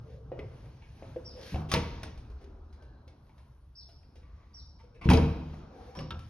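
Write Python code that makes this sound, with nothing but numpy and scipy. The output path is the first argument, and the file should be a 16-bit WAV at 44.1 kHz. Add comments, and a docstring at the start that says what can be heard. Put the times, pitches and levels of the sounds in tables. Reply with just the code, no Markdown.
"""A house rumbles and drones while floorboards groan and tick underfoot in a bare, echoing room.
Someone pulls a cabinet door off its catch, looks inside, bangs it shut, then takes another handle.
Sleeves and shoes rustle, and a sparrow chirps outside. Shaped noise makes the rumble and rustles,
ringing tones make the wood, a gliding tone makes the chirp, and decaying noise makes the echo.
Two microphone ports of a hand-held phone hear it all."""
import sys
import numpy as np
from scipy import signal
from scipy.fft import rfft, irfft, next_fast_len
from scipy.io import wavfile
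from scipy.ndimage import uniform_filter1d

SR = 44100
rng = np.random.default_rng(int(sys.argv[2]) if len(sys.argv) > 2 else 0)


def bounce(signal):
    """Save signal as a 16-bit WAV file at the path given by the first command-line argument."""
    frames = np.transpose(np.atleast_2d(signal))
    limited = np.clip(frames, -1, 1)
    pcm = np.round(limited * 32767).astype(np.int16)
    wavfile.write(sys.argv[1], SR, pcm)


N = 277433  # length in samples


def amp(db):
    """Turns decibels into gain."""
    return 10 ** (np.asarray(db) / 20)


def unit(x):
    """Scales a sound to an rms (average strength) of 1."""
    return x / np.sqrt(np.mean(x ** 2) + 1e-20)


def along(points, hz):
    """Reads a curve of (Hz, value) points, with straight lines on a log frequency axis."""
    point_hz, value = np.transpose(points)
    return np.interp(np.log(hz + 1), np.log(point_hz + 1), value)


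def filtered(x, response):
    """Multiplies the spectrum of x by a response that may change both level and timing."""
    size = next_fast_len(x.shape[-1] + 8192)  # spare room for ringing
    spectrum = rfft(x, size) * response(np.fft.rfftfreq(size, 1 / SR))
    return irfft(spectrum, size)[..., :x.shape[-1]]


def resonance(hz, width_hz):
    """Response of one resonance: 1 at its centre, weaker to either side."""
    return lambda f: 1j * f * width_hz / (hz * hz - f * f + 1j * f * width_hz)


# How the bare room echoes.
# Each row: frequency in Hz, time to fade by 60 dB in seconds, echo level in dB.
ROOM_ECHO = [(60, .9, -19.5), (170, 0.81, -4), (350, 0.83, -1), (715, 0.74, -1.5), (2000, 0.73, -1.5),
             (5000, 0.84, -6), (8000, 0.26, -3.5), (11700, 0.71, -9.5)]


def add(out, start_s, dry, echo_db, size=SR // 2):
    """Adds a sound and a fresh room tail; row 0 is common to both ports, row 1 differs."""
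    hz, t, noise = signal.stft(rng.standard_normal((2, size)), SR, nperseg=256)
    room_hz, room_t60, room_db = np.transpose(ROOM_ECHO)
    t60 = np.interp(hz, room_hz, room_t60)[:, None]
    level_db = np.interp(hz, room_hz, room_db)[:, None]
    # dividing by the decay's own energy keeps long and short tails comparable
    gain = amp(level_db - 60 * t / t60) / np.sqrt(t60 * SR / (2 * np.log(1000)))
    gain = gain * (1 + 1.3 * amp(-60 * t / 0.21))  # the near walls answer first and louder
    tail = signal.istft(noise * gain, SR, nperseg=256)[1]
    tail = tail * (1 - np.exp(-np.arange(tail.shape[1]) / SR / 0.0025))  # the echoes build up
    sound = amp(echo_db) * signal.fftconvolve(dry[None], tail, axes=1)
    sound[0, :len(dry)] += dry
    start = round(start_s * SR)
    out[:, start:start + sound.shape[1]] += sound[:, :N - start]


def rush(spectrum, patchy_db):
    """Two unrelated noises with rms 1 overall, sharing patches of random gain in time and pitch."""
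    noise = signal.stft(rng.standard_normal((2, N)), nperseg=512)[2]
    patches = uniform_filter1d(rng.standard_normal(noise.shape[1:]), 6, 0)
    patches = unit(uniform_filter1d(patches, 10, 1))
    pair = signal.istft(noise * amp(patchy_db * patches), nperseg=512)[1][:, :N]
    return unit(filtered(pair, lambda hz: amp(along(spectrum, hz))))


def shaken(blows_db, under_db, rise_s, t60_s):
    """Gain of a noise that every door contact swells and lets die; their powers add."""
    t = np.arange(N) / SR
    power = 0
    for row, blow_db in zip(DOOR_CONTACTS, blows_db):
        since = np.clip(t - row[0], 0, None)
        swell = amp(blow_db + under_db - 60 * since / t60_s) * (1 - np.exp(-since / rise_s))
        power = power + swell ** 2
    return np.sqrt(power)


# Tone colours of the house rumble, house drone, room tone, shuffling shoes and rustling sleeves.
# Each row: frequency in Hz, relative level per Hz in dB.
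RUMBLE_COLOUR = [(10, -47.5), (24, -31), (36, -7), (48, -9), (62, -3.5), (78, -3.5), (95, -28.5),
                 (130, -60.5)]
DRONE_COLOUR = [(60, -51.5), (85, -4.5), (110, 0.5), (135, -2.5), (160, -8.5), (220, -22), (320, -54)]
ROOM_TONE_COLOUR = [(120, -47.5), (200, 4.5), (300, 0.5), (500, -6.5), (1000, -8.5), (1600, -15.5),
                    (2500, -77)]
SHOE_COLOUR = [(900, -54.5), (1600, 4.5), (3000, 0.5), (5000, -2.5), (7000, 1), (9000, -36)]
SLEEVE_COLOUR = [(4000, -39), (7000, -0.5), (10000, 9), (13000, 10.5), (16000, -18.5)]
# The steady layers and the stir of the person moving about.
# Each row: time in seconds, rumble level in dB, drone level in dB, stir level in dB.
BACKGROUND_LEVELS = [(0, -51.5, -47, -60.5), (.2, -53.5, -52, -67.5), (.4, -50.5, -46.5, -56.5),
                     (.9, -51, -57, -65.5), (1.07, -55, -51, -55.5), (1.23, -52, -53, -59.5),
                     (1.45, -55, -58, -56), (2.05, -53.5, -51.5, -60), (2.2, -41.5, -53.5, -62.5),
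                     (2.45, -50, -63, -61.5), (3.0, -52.5, -61, -63), (3.15, -59, -62, -65),
                     (3.7, -56, -65.5, -73), (4.24, -52.5, -63, -66.5), (4.85, -53.5, -61, -68),
                     (5.6, -59, -60, -55), (6.0, -51.5, -58.5, -60), (6.29, -53, -56, -104)]
# Single rustles of sleeves and shoes.
# Each row: middle in seconds, length in seconds, sleeve level in dB, shoe level in dB.
RUSTLE_TIMES = [(0.128, 0.13, -73, -72), (0.616, 0.37, -72, -74), (0.898, 0.47, -88, -78),
                (1.097, 0.41, -67.5, -72.5), (1.497, 0.21, -53.5, -55), (1.995, 0.29, -73, -63),
                (2.437, 0.11, -90, -75), (3.4, 0.4, -74.5, -82.5), (3.9, 0.55, -78, -84.5),
                (4.396, 0.2, -93, -79.5), (4.583, 0.24, -81, -84), (5.532, 0.21, -73, -69.5),
                (5.865, 0.25, -70, -67.5), (6.27, 0.2, -70, -69)]
SHOES_DB, STIR_MEAN_DB = -80.5, -60  # shoe level when the stir is at its mean
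SHOES_GROW = 1.3  # dB of shoes per dB of stir
SLEEVES_AT_REST_DB = -88


def air():
    """Five shaped noises follow the house and the person; door blows shake all but the sleeves."""
    t = np.arange(N) / SR
    at, *levels = np.transpose(BACKGROUND_LEVELS)
    rumble_db, drone_db, stir_db = [np.interp(t, at, db) for db in levels]
    sleeve_rustle, shoe_rustle = np.zeros(N), np.zeros(N)
    for middle, length, sleeve_db, shoe_db in RUSTLE_TIMES:
        bump = np.exp(-(2 * (t - middle) / length) ** 2)
        sleeve_rustle += amp(sleeve_db) * bump
        shoe_rustle += amp(shoe_db) * bump
    _, _, _, edge_db, knock_db, _, _, boom_db, _, _ = np.transpose(DOOR_CONTACTS)
    # under_db is counted from the matching part of the blow
    rumble = amp(rumble_db) + shaken(boom_db, under_db=-23.5, rise_s=0.07, t60_s=1)
    drone = amp(drone_db) + shaken(boom_db, under_db=-22, rise_s=0.03, t60_s=0.76)
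    tone = amp(stir_db) + shaken(knock_db, under_db=-19, rise_s=0.01, t60_s=0.68)
    shoes = amp(SHOES_DB + SHOES_GROW * (stir_db - STIR_MEAN_DB)) + shoe_rustle
    shoes = shoes + shaken(edge_db, under_db=-25.5, rise_s=0.012, t60_s=0.21)
    sleeves = amp(SLEEVES_AT_REST_DB) + sleeve_rustle
    out = sleeves * rush(SLEEVE_COLOUR, patchy_db=4.5)
    layers = [(RUMBLE_COLOUR, rumble), (DRONE_COLOUR, drone), (ROOM_TONE_COLOUR, tone), (SHOE_COLOUR, shoes)]
    for colour, gain in layers:
        out = out + gain * rush(colour, patchy_db=1.5)
    return out


# When the sparrow calls.
# Each row: start in seconds, top pitch in Hz, level in dB before the yard smears it.
SPARROW_CALLS = [(1.238, 5510, -53.5), (3.745, 5460, -54.5), (4.528, 5595, -52), (5.946, 5550, -55.5)]
# The shape of one chirp.
# Each row: time into the chirp in seconds, share of the top pitch, level in dB within the chirp.
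CHIRP_SHAPE = [(0, .78, -17), (.008, .9, -10), (.013, 1.0, -2), (.028, .99, 0), (.035, .93, -4),
               (.045, .84, -10), (.057, .75, -16), (.07, .67, -22), (.085, .6, -30)]


def sparrow():
    """A tone jumps up, holds and falls; yard walls and window smear it before the room echoes it."""
    out = np.zeros((2, N))
    at, share, shape_db = np.transpose(CHIRP_SHAPE)
    t = np.arange(round(at[-1] * SR)) / SR
    for start_s, top_hz, db in SPARROW_CALLS:
        phase = 2 * np.pi * np.cumsum(top_hz * np.interp(t, at, share)) / SR
        loudness = amp(db + np.interp(t, at, shape_db)) * signal.windows.tukey(len(t), 0.1)
        call = loudness * np.sin(phase)
        yard = rng.standard_normal(len(t)) * amp(-60 * t / 0.054)
        smeared = signal.fftconvolve(call, yard / np.linalg.norm(yard))
        add(out, start_s, smeared, echo_db=12.0)
    return out


def peak(x):
    """Scales a sound so its highest peak is 1."""
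    return x / np.abs(x).max()


def contact(click_db, click_hz, edge_db, knock_db, knock_hz, knock_t60, t60, attack):
    """Micro-impacts ring a bright resonance and spit a broad edge; the blow rings three dull modes."""
    t = np.arange(SR // 5) / SR
    fade = amp(-60 * t / np.clip(t60, 0.003, 0.2)) * (1 - np.exp(-t / attack))
    impacts = rng.standard_normal((2, len(t))) * fade
    bright = resonance(click_hz, 0.51 * click_hz)
    click = filtered(impacts[0], lambda f: bright(f) ** 2)
    edge = filtered(impacts[1], resonance(2500, 15000))
    # slow random gain: the wood rings unevenly
    wobble = filtered(rng.standard_normal(len(t)), lambda f: np.exp(-(f / (0.21 * knock_hz)) ** 2))
    grain = 1 + 0.68 * unit(wobble)
    turn = 2 * np.pi * knock_hz * t
    modes = np.sin(turn) + 0.23 * np.sin(1.22 * turn) + 0.39 * np.sin(0.7 * turn)
    knock_fade = amp(-60 * t / np.clip(knock_t60, 0.01, 0.3)) * (1 - np.exp(-t / 0.00047))
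    knock = modes * grain * knock_fade
    return amp(click_db) * peak(click) + amp(edge_db) * peak(edge) + amp(knock_db) * peak(knock)


# Floorboard ticks under the feet.
# Each row: start in seconds, click level in dB, edge level in dB, knock level in dB,
# knock pitch in Hz, echo level in dB.
BOARD_TICKS = [(.318, -56.5, -75, -29, 524, -0.5), (.390, -42.5, -49.5, -32.5, 430, -5.5),
               (.644, -65, -78, -47.5, 450, 2), (.820, -53.5, -65, -59, 900, 2),
               (1.024, -54, -73, -35.5, 546, -3), (1.161, -55, -61.5, -29, 500, -5.5),
               (2.175, -65, -50, -68, 303, 2.5), (2.300, -74, -53.5, -51.5, 410, 4),
               (2.412, -75, -57, -54.5, 538, 7), (2.440, -68, -52.5, -54.5, 380, -8),
               (2.550, -77, -68.5, -55, 370, -1), (2.726, -74, -53.5, -68, 1490, 4.5),
               (2.822, -80, -53, -53, 473, 2), (3.077, -64.5, -49.5, -55.5, 506, 0.5),
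               (3.266, -77, -63, -79, 400, -2), (3.292, -65, -56, -60.5, 880, -1.5),
               (3.379, -74.5, -55, -58.5, 620, 3), (3.889, -76, -49.5, -57, 668, 0),
               (4.030, -65, -63, -77, 700, -3), (4.155, -77, -52.5, -58.5, 494, 5),
               (4.228, -63, -73, -68, 920, -4), (4.788, -70.5, -64, -65, 913, 12.5),
               (4.840, -69, -56.5, -60, 497, -5), (4.945, -65.5, -64, -58, 480, 9.5),
               (5.540, -56, -51.5, -47, 695, -14)]
# Wood groaning under slow load or scuffed by a hand.
# Each row: start in seconds, length in seconds, pitch in Hz, resonance width in Hz, level in dB.
WOOD_GROANS = [(.037, 0.24, 471, 62, -59), (1.35, .1, 494, 63, -51), (2.4, 0.41, 390, 30, -69.5),
               (2.76, .3, 1580, 90, -75), (1.41, 0.17, 4400, 5300, -56), (4.22, 0.43, 1140, 110, -76),
               (4.201, 0.43, 2040, 550, -81), (2.7, 0.6, 4100, 298, -86.5), (3.3, 0.24, 950, 200, -75),
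               (4.8, 0.19, 500, 50, -71.5), (5.68, 0.29, 490, 60, -60), (5.7, 0.4, 770, 76, -62)]


def floorboards():
    """Short ticks as boards slip, and longer groans where slips crowd into one resonance."""
    out = np.zeros((2, N))
    for start_s, click_db, edge_db, knock_db, knock_hz, echo_db in BOARD_TICKS:
        tick = contact(click_db, 2224, edge_db, knock_db, knock_hz, knock_t60=0.049, t60=0.051, attack=0.0013)
        add(out, start_s, tick, echo_db)
    for start_s, length, hz, width_hz, db in WOOD_GROANS:
        u = np.linspace(0, 1, round(length * SR))
        slips = rng.standard_normal(len(u)) * (rng.random(len(u)) < 0.01)  # about 1 sample in 100
        ring = filtered(slips, resonance(hz, width_hz))
        ring = filtered(ring, resonance(hz, 3 * width_hz))
        swell = np.sin(np.pi * u ** 0.35) ** 0.5  # rises early, dies slowly
        add(out, start_s, amp(db) * unit(ring) * swell, echo_db=0.5)
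    return out


# Contacts of door, catch and handle; the knock's fade time is held between 0.01 and 0.3 s.
# Each row: start in seconds, click level in dB, click pitch in Hz, edge level in dB, knock level in dB,
# knock pitch in Hz, knock time to fade by 60 dB in seconds, boom level in dB (before a 5.5 dB cut),
# boom centre in Hz, echo level in dB.
DOOR_CONTACTS = [(1.522, -70.5, 2840, -73, -40, 300, 0.055, -32, 150, 6),
                 (1.543, -40, 2320, -46, -33, 600, .05, -19.5, 85, -5),
                 (1.558, -44.5, 2740, -52, -31.5, 760, 0.018, -25.5, 175, -4),
                 (1.689, -55.5, 3460, -46, -51.5, 400, .04, -53.5, 150, 17.5),
                 (1.716, -23, 5600, -16.5, -28.5, 1127, 0.052, -50.5, 202, -1),
                 (1.738, -30, 4400, -11.5, -26.5, 500, 0.12, -16.5, 160.6, -7.5),
                 (1.748, -24, 2200, -27, -23, 931, 0.12, -39, 250, -3.5),
                 (1.761, -29.5, 2570, -29.5, -29, 472, 0.24, -31, 100.7, -6.5),
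                 (2.032, -52, 3340, -28.5, -41, 632, 0.24, -36, 148, -4.5),
                 (2.036, -64, 4460, -59, -42, 1485, 0.082, -64, 148, -13),
                 (5.013, -46, 2160, -51, -49.5, 1110, 0.014, -42, 150, 10),
                 (5.040, -58.5, 2830, -54, -55.5, 930, 0.033, -70, 151, 20),
                 (5.057, -64, 2060, -81, -38, 462, 0.11, -13.5, 125, 4.5),
                 (5.089, -22.5, 2420, -27.5, -20.5, 1520, 0.0073, -6, 186, 0),
                 (5.100, -24.5, 2570, -15, -21.5, 952, 0.039, -11.5, 129, 1),
                 (5.113, -22, 2250, -29, -18, 802, 0.061, -23.5, 92, -5),
                 (5.134, -37, 4640, -17.5, -20, 451, 0.067, -21.5, 260, -2),
                 (5.150, -34, 2400, -36, -27, 670, .067, -16.5, 115, -2),
                 (5.172, -28.5, 5140, -35, -22.5, 457, 0.42, -32, 106, -13),
                 (5.951, -54, 1710, -44.5, -47, 1000, 0.024, -50, 150, 7.5),
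                 (5.972, -61, 1870, -71, -42.5, 529, 0.066, -36.5, 160, 7.5),
                 (5.989, -37.5, 2530, -39, -42, 457, 0.068, -50, 160, -5),
                 (6.005, -48, 2720, -41, -44.5, 1150, 0.084, -32, 95, -4),
                 (6.106, -30, 3220, -38, -33.5, 1328, 0.18, -40, 253, -9.5),
                 (6.12, -41.5, 2870, -54, -42.5, 340, 0.11, -31.5, 92, -24),
                 (6.144, -47.5, 3030, -55, -48, 707, 0.071, -41, 91.5, -8),
                 (6.192, -55, 3040, -41.5, -53.5, 1290, 0.034, -40.5, 146, -2)]
# Ringing modes of the door panel and the cabinet body.
# Each row: pitch in Hz, relative level in dB, time to fade by 60 dB in seconds.
PANEL_MODES = [(42.6, -17, .45), (78.8, -1.5, 0.65), (98.6, -1, 0.13), (118, -2, 0.15), (152.34, -2, 0.37),
               (172.2, -6, 0.27), (204.7, -10, 0.38), (251.5, -8.5, .35), (294.5, -11.5, 0.44),
               (316.2, -4.5, 0.23)]


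def door():
    """Each contact clicks and knocks; the panel modes nearest the blow's centre boom most."""
    out = np.zeros((2, N))
    t = np.arange(SR // 2) / SR
    for start_s, *blow, boom_db, centre_hz, echo_db in DOOR_CONTACTS:
        boom = np.zeros(len(t))
        for hz, db, t60 in PANEL_MODES:
            reach_db = -7 * np.log2(hz / centre_hz) ** 2 + rng.normal(0, 0.76)
            boom += amp(db + reach_db - 60 * t / t60) * np.sin(2 * np.pi * hz * t)
        sound = -amp(boom_db - 5.5) * boom * (1 - np.exp(-t / 0.0029))
        sound[:SR // 5] += contact(*blow, t60=0.043, attack=0.00027)
        add(out, start_s, sound, echo_db, size=SR)
    return out


# The part of the sound that differs between the ports.
# Each row: frequency in Hz, level in dB.
PORT_DIFFERENCE = [(60, -34.5), (200, -20.5), (400, -10), (700, -3.5), (1300, -6.5), (2400, -6.5),
                   (4400, -5), (9000, -10), (15000, -13)]
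# How early the left port hears.
# Each row: frequency in Hz, lead of left over right in microseconds.
LEFT_LEAD = [(2000, 65), (4000, 51), (7000, 34), (10000, 83), (13000, 100), (16000, 100)]
# Loudness balance of the ports.
# Each row: frequency in Hz, left minus right in dB.
LEFT_TILT = [(60, 0.5), (150, 0), (380, 1.0), (950, 1.5), (2380, 0), (5980, 0.5), (15000, -0.5)]


def scene():
    """The ports hear the bass alike and the treble less so; the left one is nearer and hears first."""
    mid, other = door() + floorboards() + sparrow() + air()
    side = filtered(other, lambda hz: amp(along(PORT_DIFFERENCE, hz)))

    def left_and_right(hz):
        # each port takes half of the lead and half of the tilt
        lead = np.exp(1j * np.pi * np.outer([1, -1], hz * along(LEFT_LEAD, hz) / 1e6))
        return lead * amp(np.outer([0.5, -0.5], along(LEFT_TILT, hz)))

    return filtered(np.array([mid + side, mid - side]), left_and_right)


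# How well the ports hear each pitch.
# Each row: frequency in Hz, gain in dB.
PORT_RESPONSE = [(20, 0.5), (5500, 0), (6600, -8), (7600, -27), (8600, -4), (10000, -12.5), (12000, -17.5),
                 (14300, -20), (15400, -4), (16000, -10)]
TOP_HZ = 15870  # band limit


def record(dry):
    """The ports notch the treble twice; nothing passes from the band limit up."""
    return filtered(dry, lambda hz: amp(along(PORT_RESPONSE, hz)) * (hz < TOP_HZ))


dry = scene()
out = record(dry)
bounce(out)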